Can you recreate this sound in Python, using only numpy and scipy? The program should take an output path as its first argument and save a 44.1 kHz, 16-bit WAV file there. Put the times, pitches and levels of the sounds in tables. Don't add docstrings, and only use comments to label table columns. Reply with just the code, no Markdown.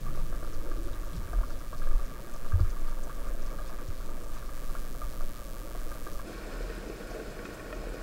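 import sys
import numpy as np
from scipy import signal
from scipy.fft import rfft, irfft, next_fast_len
from scipy.io import wavfile
from scipy.ndimage import uniform_filter1d

SR = 44100
rng = np.random.default_rng(int(sys.argv[2]) if len(sys.argv) > 2 else 0)


def bounce(signal):
    frames = np.transpose(np.atleast_2d(signal))
    limited = np.clip(frames, -1, 1)
    pcm = np.round(limited * 32767).astype(np.int16)
    wavfile.write(sys.argv[1], SR, pcm)


def volts(x):
    e = np.asarray(x, float) / 20
    return 10 ** e


N = 353682
MOVE_START_S, MOVE_END_S = 6.21, 6.27
SIMMER_DB = -49.5

# freq_hz, density_db
SHUT = [(120, -26), (200, 1), (323, 3), (420, -1.5), (567, 3.5), (832, -15), (915, -13.5), (1040, -10),
        (1160, 0), (1430, -13), (1590, -6), (2090, -16.5), (2270, -13), (2820, -24), (3500, -23),
        (4550, -54), (7700, -120)]
# freq_hz, width_hz, level_db
PAN_SHUT = [(321, 60, 0), (581, 146, -1.5), (924, 59, -4), (1184, 75, 0.5), (1380, 87, -7.5),
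            (1620, 90, -7.5), (2225, 92, -18.5)]


def simmer_shut():
    boil = seethe(SHUT, -1.1, low_db=1.7, high_db=1.58)
    return volts(SIMMER_DB) * (boil + froth(PAN_SHUT, 0, 6.3, -4.5, 4.7, decay_s=0.0029, count=1500))


# freq_hz, density_db
OPEN = [(120, -45), (160, -36), (200, -2), (254, -14), (290, -2), (460, -7), (630, -5.5), (760, -16),
        (1100, -19), (1460, -11), (1850, -19.5), (2080, -31.5), (2400, -52), (2900, -30.5), (4500, -77)]
# freq_hz, width_hz, level_db
PAN_OPEN = [(296, 120, -8.5), (470, 31, 1.5), (620, 18, -4), (1107, 27, -3.5), (1460, 68, -9),
            (1853, 65, -12.5), (2415, 270, -12.5)]


def simmer_open():
    boil = seethe(OPEN, 4.1, low_db=1.2, high_db=1.8)
    return volts(SIMMER_DB) * (boil + froth(PAN_OPEN, 5.5, 9.6, -1.0, 1.3, decay_s=0.004, count=2000))


def seethe(shape, db, low_db, high_db):
    x = coloured(shape)
    low = signal.sosfiltfilt(signal.butter(6, 800, fs=SR, output="sos"), x)
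    low_swell = volts(low_db * walk(12))
    high_swell = volts(high_db * walk(18))
    return volts(db) * (low_swell * low + high_swell * (x - low))


def froth(pan, start_s, end_s, db, scatter_db, decay_s, count):
    when, chance = rng.random((count, 2)).T
    size = volts(scatter_db * np.minimum(-np.log(chance), 3))
    pops = place(start_s + when * (end_s - start_s), size[:, None] * puffs(decay_s, count, size=600))
    ring = resound(pops, pan)
    return volts(db) * ring / np.std(ring[int(start_s * SR):int(end_s * SR)])


# start_s, peak_db, pan_ring_hz, low_ring_db
BUBBLES = [(0.0638, -33, 1190, -6), (0.172, -36.5, 1140, 3), (0.3253, -33.5, 1190, 2.5),
           (0.4249, -32.5, 1140, 0), (0.7126, -29.5, 1200, -7), (1.0316, -33.5, 1180, -2),
           (1.3309, -29.5, 1220, 1.5), (1.3836, -32, 1140, -11), (1.4319, -27, 1130, -25),
           (1.502, -34, 1180, -11), (1.728, -28, 1157, -10), (1.8176, -30, 1190, -18),
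           (1.8696, -30.5, 1190, -5), (1.9111, -33, 1220, -5.5), (2.5183, -27.5, 1230, -7),
           (2.594, -28, 1144, -1), (3.0958, -27, 1240, -9), (3.265, -29.5, 1200, -5),
           (3.5857, -30.5, 1230, 0.5), (3.6936, -35, 1100, -1), (3.7853, -32, 1160, -18),
           (4.0049, -34, 1140, -24), (4.4235, -32.5, 1210, -18), (4.7496, -26, 1126, -5),
           (5.015, -26, 1202, -10), (5.2057, -29, 1180, -2), (5.7493, -34, 1110, 8),
           (5.9144, -30, 1170, -8), (6.0659, -28.5, 1180, 0), (6.1933, -29.5, 1074, -5)]


def bubbles_shut():
    medium = middling(np.array(BUBBLES)[:, 0], 0, MOVE_START_S, 1170, -5, count=84)
    rows = np.r_[trailed(BUBBLES), medium]
    return bursts(rows, PAN_SHUT, low_hz=579, decay_s=0.0027, tone_db=-3.5)


# start_s, peak_db, pan_ring_hz, low_ring_db
OPEN_BUBBLES = [(6.3158, -40, 1390, -7), (6.432, -30.5, 1170, -5), (6.5869, -36, 1460, 4),
                (6.6984, -31, 1380, 9), (6.8984, -31, 1460, 10), (7.0074, -39, 1260, 14),
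                (7.1154, -35, 1440, 3), (7.1474, -34, 1400, 15), (7.1954, -30.5, 1550, 12),
                (7.3906, -28.5, 1510, 6), (7.8387, -35, 1100, 11), (7.872, -40, 1510, 7)]


def bubbles_open():
    large_s = np.r_[np.array(OPEN_BUBBLES)[:, 0], TICKS[0][0]]
    medium = middling(large_s, MOVE_END_S, N / SR, 1400, 0, count=24)
    rows = np.r_[OPEN_BUBBLES, medium] - [0, 3.5, -2, 5.5]
    return bursts(rows, PAN_OPEN, low_hz=460, decay_s=0.0026, tone_db=-5.0)


def trailed(table):
    u = rng.random((len(table), 2)).T
    lag_s, change_db = 0.01 + 0.011 * u[0], -7.5 - 4.0 * u[1]
    return np.r_[table, table + np.c_[lag_s, change_db, 0 * u.T]]


def middling(large_s, start_s, end_s, hz, low_db, count):
    loudest_db, span_db, pitch_spread, lull_s = -37, 7, 0.05, 0.035
    u, g = rng.random((count, 2)).T, rng.standard_normal((count, 2)).T
    s = start_s + (np.arange(count) + u[0]) * (end_s - start_s) / count
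    wait = large_s - s[:, None]
    rows = np.c_[s, loudest_db - span_db * u[1], hz * (1 + pitch_spread * g[0]), low_db + 5.0 * g[1]]
    return rows[~((wait > -lull_s / 4) & (wait < lull_s)).any(axis=1)]


def bursts(table, pan, low_hz, decay_s, tone_db):
    s, db, hz, low_db = np.transpose(table)
    burst = puffs(decay_s, len(s), size=1600)
    g = rng.standard_normal((len(s), 2)).T
    out = rings(s, hz, db + tone_db, 0.028, 0.0013, glide=0.0072 * g[0], size=1600)
    low_note_hz = low_hz * (1 + 0.11 * g[1])
    out += rings(s, low_note_hz, db + low_db + tone_db + 0.5, 0.021, 0.0012, glide=0.02, size=1600)
    upper = [mode for mode in pan if mode[0] > 1000]
    lower = [mode for mode in pan if mode[0] < 800]
    for part, part_db in ((upper, db - 8.5), (lower, db + low_db - 8.5)):
        ring = resound(burst, part, tilt_db=2.0)
        out += place(s, ring * (volts(part_db) / abs(ring).max(axis=1))[:, None])
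    return out


def puffs(decay_s, count, size):
    t = np.arange(size) / SR
    tear = rng.standard_normal((count, size)) * np.exp(-t / decay_s) * np.minimum(t / 0.001, 1)
    return signal.sosfilt(signal.butter(3, 2600, fs=SR, output="sos"), tear)


def resound(x, pan, tilt_db=0):
    uneven = np.ones(len(pan))
    if tilt_db:
        uneven = volts(tilt_db * rng.standard_normal((len(pan), len(x), 1)))
    return sum((-1) ** k * uneven[k] * volts(db) * band(x, hz, 1.47 * width)
               for k, (hz, width, db) in enumerate(pan))


# start_s, peak_db, pitch_hz
PLOPS = [(6.314, -39, 616), (6.354, -41, 463), (6.433, -41, 468), (6.532, -42, 452), (6.607, -30.5, 460),
         (6.698, -34, 455), (6.779, -32, 342), (6.841, -33, 484), (6.898, -28.5, 385), (7.008, -34, 471),
         (7.114, -32, 655), (7.148, -33, 458), (7.196, -38, 301), (7.263, -40, 482), (7.322, -39, 468),
         (7.368, -35, 463), (7.452, -31, 348), (7.488, -33, 385), (7.515, -44, 466), (7.6, -39, 396),
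         (7.807, -39, 455), (7.839, -34, 600), (7.871, -26.5, 463), (7.922, -33, 385), (7.943, -31, 460)]


def plops():
    s, db, hz = np.transpose(PLOPS)
    return rings(s, hz, db + 3, t60_s=0.017, rise_s=0.00037, glide=0.05, size=900)


# start_s, level_db, pitch_hz
SPITS = [(0.295, -62, 6500), (0.531, -57, 5800), (0.931, -55.5, 3600), (1.132, -56, 3700),
         (1.164, -56, 5700), (1.59, -58, 5400), (1.78, -57, 4800), (2.053, -57, 6070), (2.337, -56, 7200),
         (2.361, -59, 5500), (2.604, -57, 4900), (2.702, -57, 5900), (3.034, -52, 7000), (3.283, -60, 7200),
         (3.42, -56, 5900), (3.463, -55.5, 5800), (3.693, -60, 5800), (3.879, -56, 5900),
         (4.057, -57, 6800), (4.339, -60, 6600), (4.458, -62, 5300), (5.215, -59, 5500), (5.357, -61, 4200),
         (6.131, -56, 6000), (6.38, -58, 3700), (6.76, -57, 4100), (7.11, -56, 5500), (7.542, -57, 7460),
         (7.891, -59, 8600), (7.935, -58, 7000)]


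def spits():
    t = np.arange(1500) / SR
    u, v = rng.random((220, 3)), rng.random((32, 3))
    faint = np.c_[u[:, 0] * N / SR, -66 + 5 * u[:, 1], 4000 * 3.2 ** u[:, 2]]
    weak = np.c_[v[:, 0] * N / SR, -62.5 + 4 * v[:, 1], 3700 * 2.2 ** v[:, 2]]
    rows = np.r_[SPITS, weak, faint]
    puff = t / 0.003 * np.exp(1 - t / 0.0043)
    shapes = [volts(db - 2.5) * puff * unit(band(rng.standard_normal(len(t)), hz, 0.38 * hz))
              for _, db, hz in rows]
    return place(np.maximum(rows[:, 0] - 0.002, 0), np.array(shapes))


# start_s, peak_db, treble_db (per octave)
TICKS = [
    (7.454, -28.5, 3),
    (7.5956, -33, 2),
    (7.727, -25.5, 1.5),
]
# freq_hz, level_db, t60_s
LID = [(613, -0.5, .06), (1100, -9, 0.024), (1340, 0, 0.025), (1810, -3, 0.02), (2480, -10.5, 0.053),
       (3160, -14, 0.02), (3700, -21, .02)]


def lid():
    s, db, treble_db = np.transpose(TICKS)
    touch = 0
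    for hz, mode_db, t60_s in LID:
        level_db = db + mode_db - 5.5 + treble_db * np.log2(hz / 1500)
        touch = touch + rings(s, hz, level_db, t60_s * 0.9, rise_s=0.00018, glide=0, size=2500)
    return touch + volts(-12) * np.roll(touch, int(0.0027 * SR))


def cabin(x):
    t = np.arange(int(0.25 * SR)) / SR
    tail = rng.standard_normal(len(t)) * volts(-60 * t / 0.09) * (t > 0.003)
    return x + volts(-11) * signal.fftconvolve(x, tail / np.linalg.norm(tail))[:N]


# freq_hz, density_db
HISS_FAR = [(1500, -28), (2500, 0.5), (4000, 1), (7000, -2), (9000, -7), (12000, -10.5), (16000, -31)]


def burner_far():
    return hiss(HISS_FAR, -63.5, flicker_db=1.4)


# freq_hz, density_db
HISS_NEAR = [(1500, -0.5), (3000, -3), (4200, -3.5), (4360, 0), (4550, -4.5), (4950, -3.5), (5110, 2),
             (5270, -6), (7000, -7.5), (7250, -5.5), (7500, -7), (10000, -12.5), (16000, -16)]


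def burner_near(since_s):
    return hiss(HISS_NEAR, -53 - 0.9 * since_s, flicker_db=0.44)


def hiss(shape, db, flicker_db):
    return volts(db + flicker_db * walk(25) + 0.24 * walk(2.8)) * coloured(shape)


# time_s, lag_ms
WANDER = [
    (0, .033),
    (.7, .018),
    (1.3, .064),
    (2.2, -.003),
    (3.7, .098),
    (4.52, .005),
    (5.1, -.085),
    (5.2, -.062),
    (6.3, -.21),
]


def inverters_far():
    t = np.arange(N) / SR
    main = main_inverter(curve(WANDER, 1), -31 + 3.6 * (t > 4.53))
    return main + second_inverter(lag_ms=-3.366, first_slip_s=1.175, db=-37.5)


def inverters_near(since_s):
    main = main_inverter(3.22 - 0.1 * since_s, -37 - 1.6 * since_s)
    return main + second_inverter(lag_ms=-1.12, first_slip_s=7.75, db=-39)


def main_inverter(lag_ms, db):
    return spikes(120.156, lag_ms, db)


def second_inverter(lag_ms, first_slip_s, db):
    creep_ms_per_s, slip_ms, slip_every_s = 0.006, 0.06, 2.1
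    t = np.arange(N) / SR
    slips = np.maximum(np.ceil((t - first_slip_s) / slip_every_s), 0)
    lag = lag_ms + creep_ms_per_s * t + slip_ms * slips
    return signal.lfilter([1, -0.3], 1, spikes(120.84, lag, db + 0 * t))


def spikes(rate_hz, lag_ms, db):
    k = np.arange(1, int(N / SR * rate_hz))
    beat = (k / rate_hz * SR).astype(int)
    at = (k / rate_hz + lag_ms[beat] / 1000) * SR
    gap = np.arange(-16, 17) - (at % 1)[:, None]
    shapes = np.sinc(gap) * np.cos(np.pi * gap / 34) ** 2
    size = (-1.0) ** k * volts(db[beat] + 0.64 * rng.standard_normal(len(k)))
    return place((np.floor(at) - 15.5) / SR, size[:, None] * shapes)


# start_s, peak_db, pitch_hz, t60_s, low_octave_db
THUDS = [
    (1.173, -25.5, 89.5, 0.08, 11.5),
    (2.532, -15, 87.8, 0.17, -1),
    (2.604, -14, 88, 0.12, 3),
    (3.884, -22.5, 82.5, 0.066, -16),
]


def thuds():
    s, db, hz, t60_s, low_db = np.transpose(THUDS)
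    note = -rings(s - 0.003, hz, db + 5.5, t60_s, rise_s=0.012, glide=0, size=16000)
    low = rings(s, hz * 0.465, db + low_db, t60_s * 1.2, rise_s=0.015, glide=0, size=16000)
    return signal.sosfilt(signal.butter(4, 150, fs=SR, output="sos"), note + low)


# centre_s, change_db, length_s
FLARES = [(.3, 3, 0.24), (.85, 6, 0.28), (1.388, 15, 0.084), (1.554, 3, 0.09), (1.933, 11, 0.14),
          (3.18, 8, 0.084), (3.567, 3.5, 0.23), (4.387, 5, 0.17), (5.0, 2, .15), (5.344, 3.5, 0.15),
          (6.7, 4.5, 0.26), (7.503, -11, 0.22)]


def flutter_db(near, gusty_db):
    t = np.arange(N) / SR
    far_db = -41.5 + 2 * walk(8)
    db = (1 - near) * far_db + near * -40
    db += 0.1 * (gusty_db - uniform_filter1d(gusty_db, 2 * SR))
    return db + sum(change * np.clip(1 - abs(t - s) / length, 0, 1) for s, change, length in FLARES)


# time_s, strength_db
WIND = [(0.0, -22), (0.29, -29.5), (0.36, -37), (0.58, -24.5), (1.07, -35.5), (1.54, -31.5), (1.65, -39.5),
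        (1.92, -21), (2.17, -41.5), (2.21, -28.5), (2.99, -27.5), (3.06, -33), (5.11, -33), (5.23, -25.5),
        (5.38, -49), (5.41, -34), (8.0, -40), (8.02, -46)]
# freq_hz, width_hz
BODY_BANDS = [
    (14, 11),
    (36, 15.9),
]


def body(near):
    wind_db = curve(WIND, 1)
    gusty_db = wind_db - wind_db.mean()
    sway_db = wind_db + 1.5 - 16.5 * near
    out = volts(-51.5 + 0.034 * gusty_db) * unit(band(rng.standard_normal(N), 120.6, 125))
    for db, (hz, width) in zip((sway_db, flutter_db(near, gusty_db)), BODY_BANDS):
        x = band(rng.standard_normal(N), hz, width, order=3)
        swell = uniform_filter1d(abs(signal.hilbert(x, next_fast_len(N))[:N]), int(SR / hz))
        out += volts(db) * unit(x / (swell + 0.62 * swell.mean()) ** 0.31)
    return out


# centre_s, length_s, freq_hz, width_hz, level_db
GUSTS = [
    (0.77, 0.84, 318, 82, -50),
    (0.09, .5, 164, 42, -47.5),
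    (0.092, 0.5, 125, 48, -46.5),
    (0.99, 1.6, 85, 19, -47),
    (1.18, 0.09, 165, 50, -44),
    (0.44, 0.14, 163, 33, -51),
    (.62, 0.44, 478, 70, -55),
]


def gusts():
    t = np.arange(2 * SR) / SR
    out = np.zeros(N)
    for s, length, hz, width, db in GUSTS:
        gust = np.exp(-(2 * (t - s) / length) ** 2)
        out[:2 * SR] += volts(db) * gust * unit(band(rng.standard_normal(2 * SR), hz, width))
    return out


def curve(table, column):
    rows = np.array(table)
    return np.interp(np.arange(N) / SR, rows[:, 0], rows[:, column])


def unit(x):
    return x / np.sqrt(np.mean(x ** 2))


def coloured(shape):
    hz, db = np.transpose(shape)
    size = next_fast_len(N, real=True)
    log_hz = np.log(np.arange(1, size // 2 + 2) * SR / size)
    gain = volts(np.interp(log_hz, np.log(hz), db))
    return unit(irfft(rfft(rng.standard_normal(size)) * gain, size)[:N])


def band(x, hz, width, order=2):
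    edges = np.clip([hz - width / 2, hz + width / 2], 2, SR / 2.2)
    return signal.sosfilt(signal.butter(order, edges, "band", fs=SR, output="sos"), x)


def walk(rate_hz):
    k = int(SR / rate_hz)
    return unit(uniform_filter1d(np.repeat(rng.standard_normal(N // k + 1), k), k)[:N])


def place(s, shapes):
    at = (np.asarray(s) * SR).astype(int)[:, None] + np.arange(shapes.shape[1])
    return np.bincount(at.ravel(), shapes.ravel(), N + shapes.shape[1])[:N]


def rings(s, hz, db, t60_s, rise_s, glide, size):
    t = np.arange(size) / SR
    hz, db, t60_s = (np.broadcast_to(v, np.shape(s))[:, None] for v in (hz, db, t60_s))
    phase = 2 * np.pi * hz * t * (1 + np.reshape(glide, (-1, 1)) * t * 50)
    fade = np.clip((size - np.arange(size)) / (size / 4), 0, 1)
    envelope = volts(db - 60 * t / t60_s) * (1 - np.exp(-t / rise_s)) * fade
    return place(s, envelope * np.sin(phase))


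def scene():
    t = np.arange(N) / SR
    near = np.interp(t, (MOVE_START_S, MOVE_END_S), (0, 1))
    since_s = t - MOVE_START_S
    far = simmer_shut() + burner_far() + inverters_far()
    close = simmer_open() + burner_near(since_s) + inverters_near(since_s)
    events = cabin(bubbles_shut() + bubbles_open() + plops() + spits() + lid())
    mix = (1 - near) * far + near * close + events + thuds() + body(near) + gusts()
    return mix[None]


def top_cut(x):
    return signal.sosfilt(signal.butter(12, 16490, fs=SR, output="sos"), x)


def record(dry):
    cut = signal.fftconvolve(dry, signal.firwin(401, 15800, fs=SR)[None], "same")
    return top_cut(cut)


dry = scene()
out = record(dry)
bounce(out)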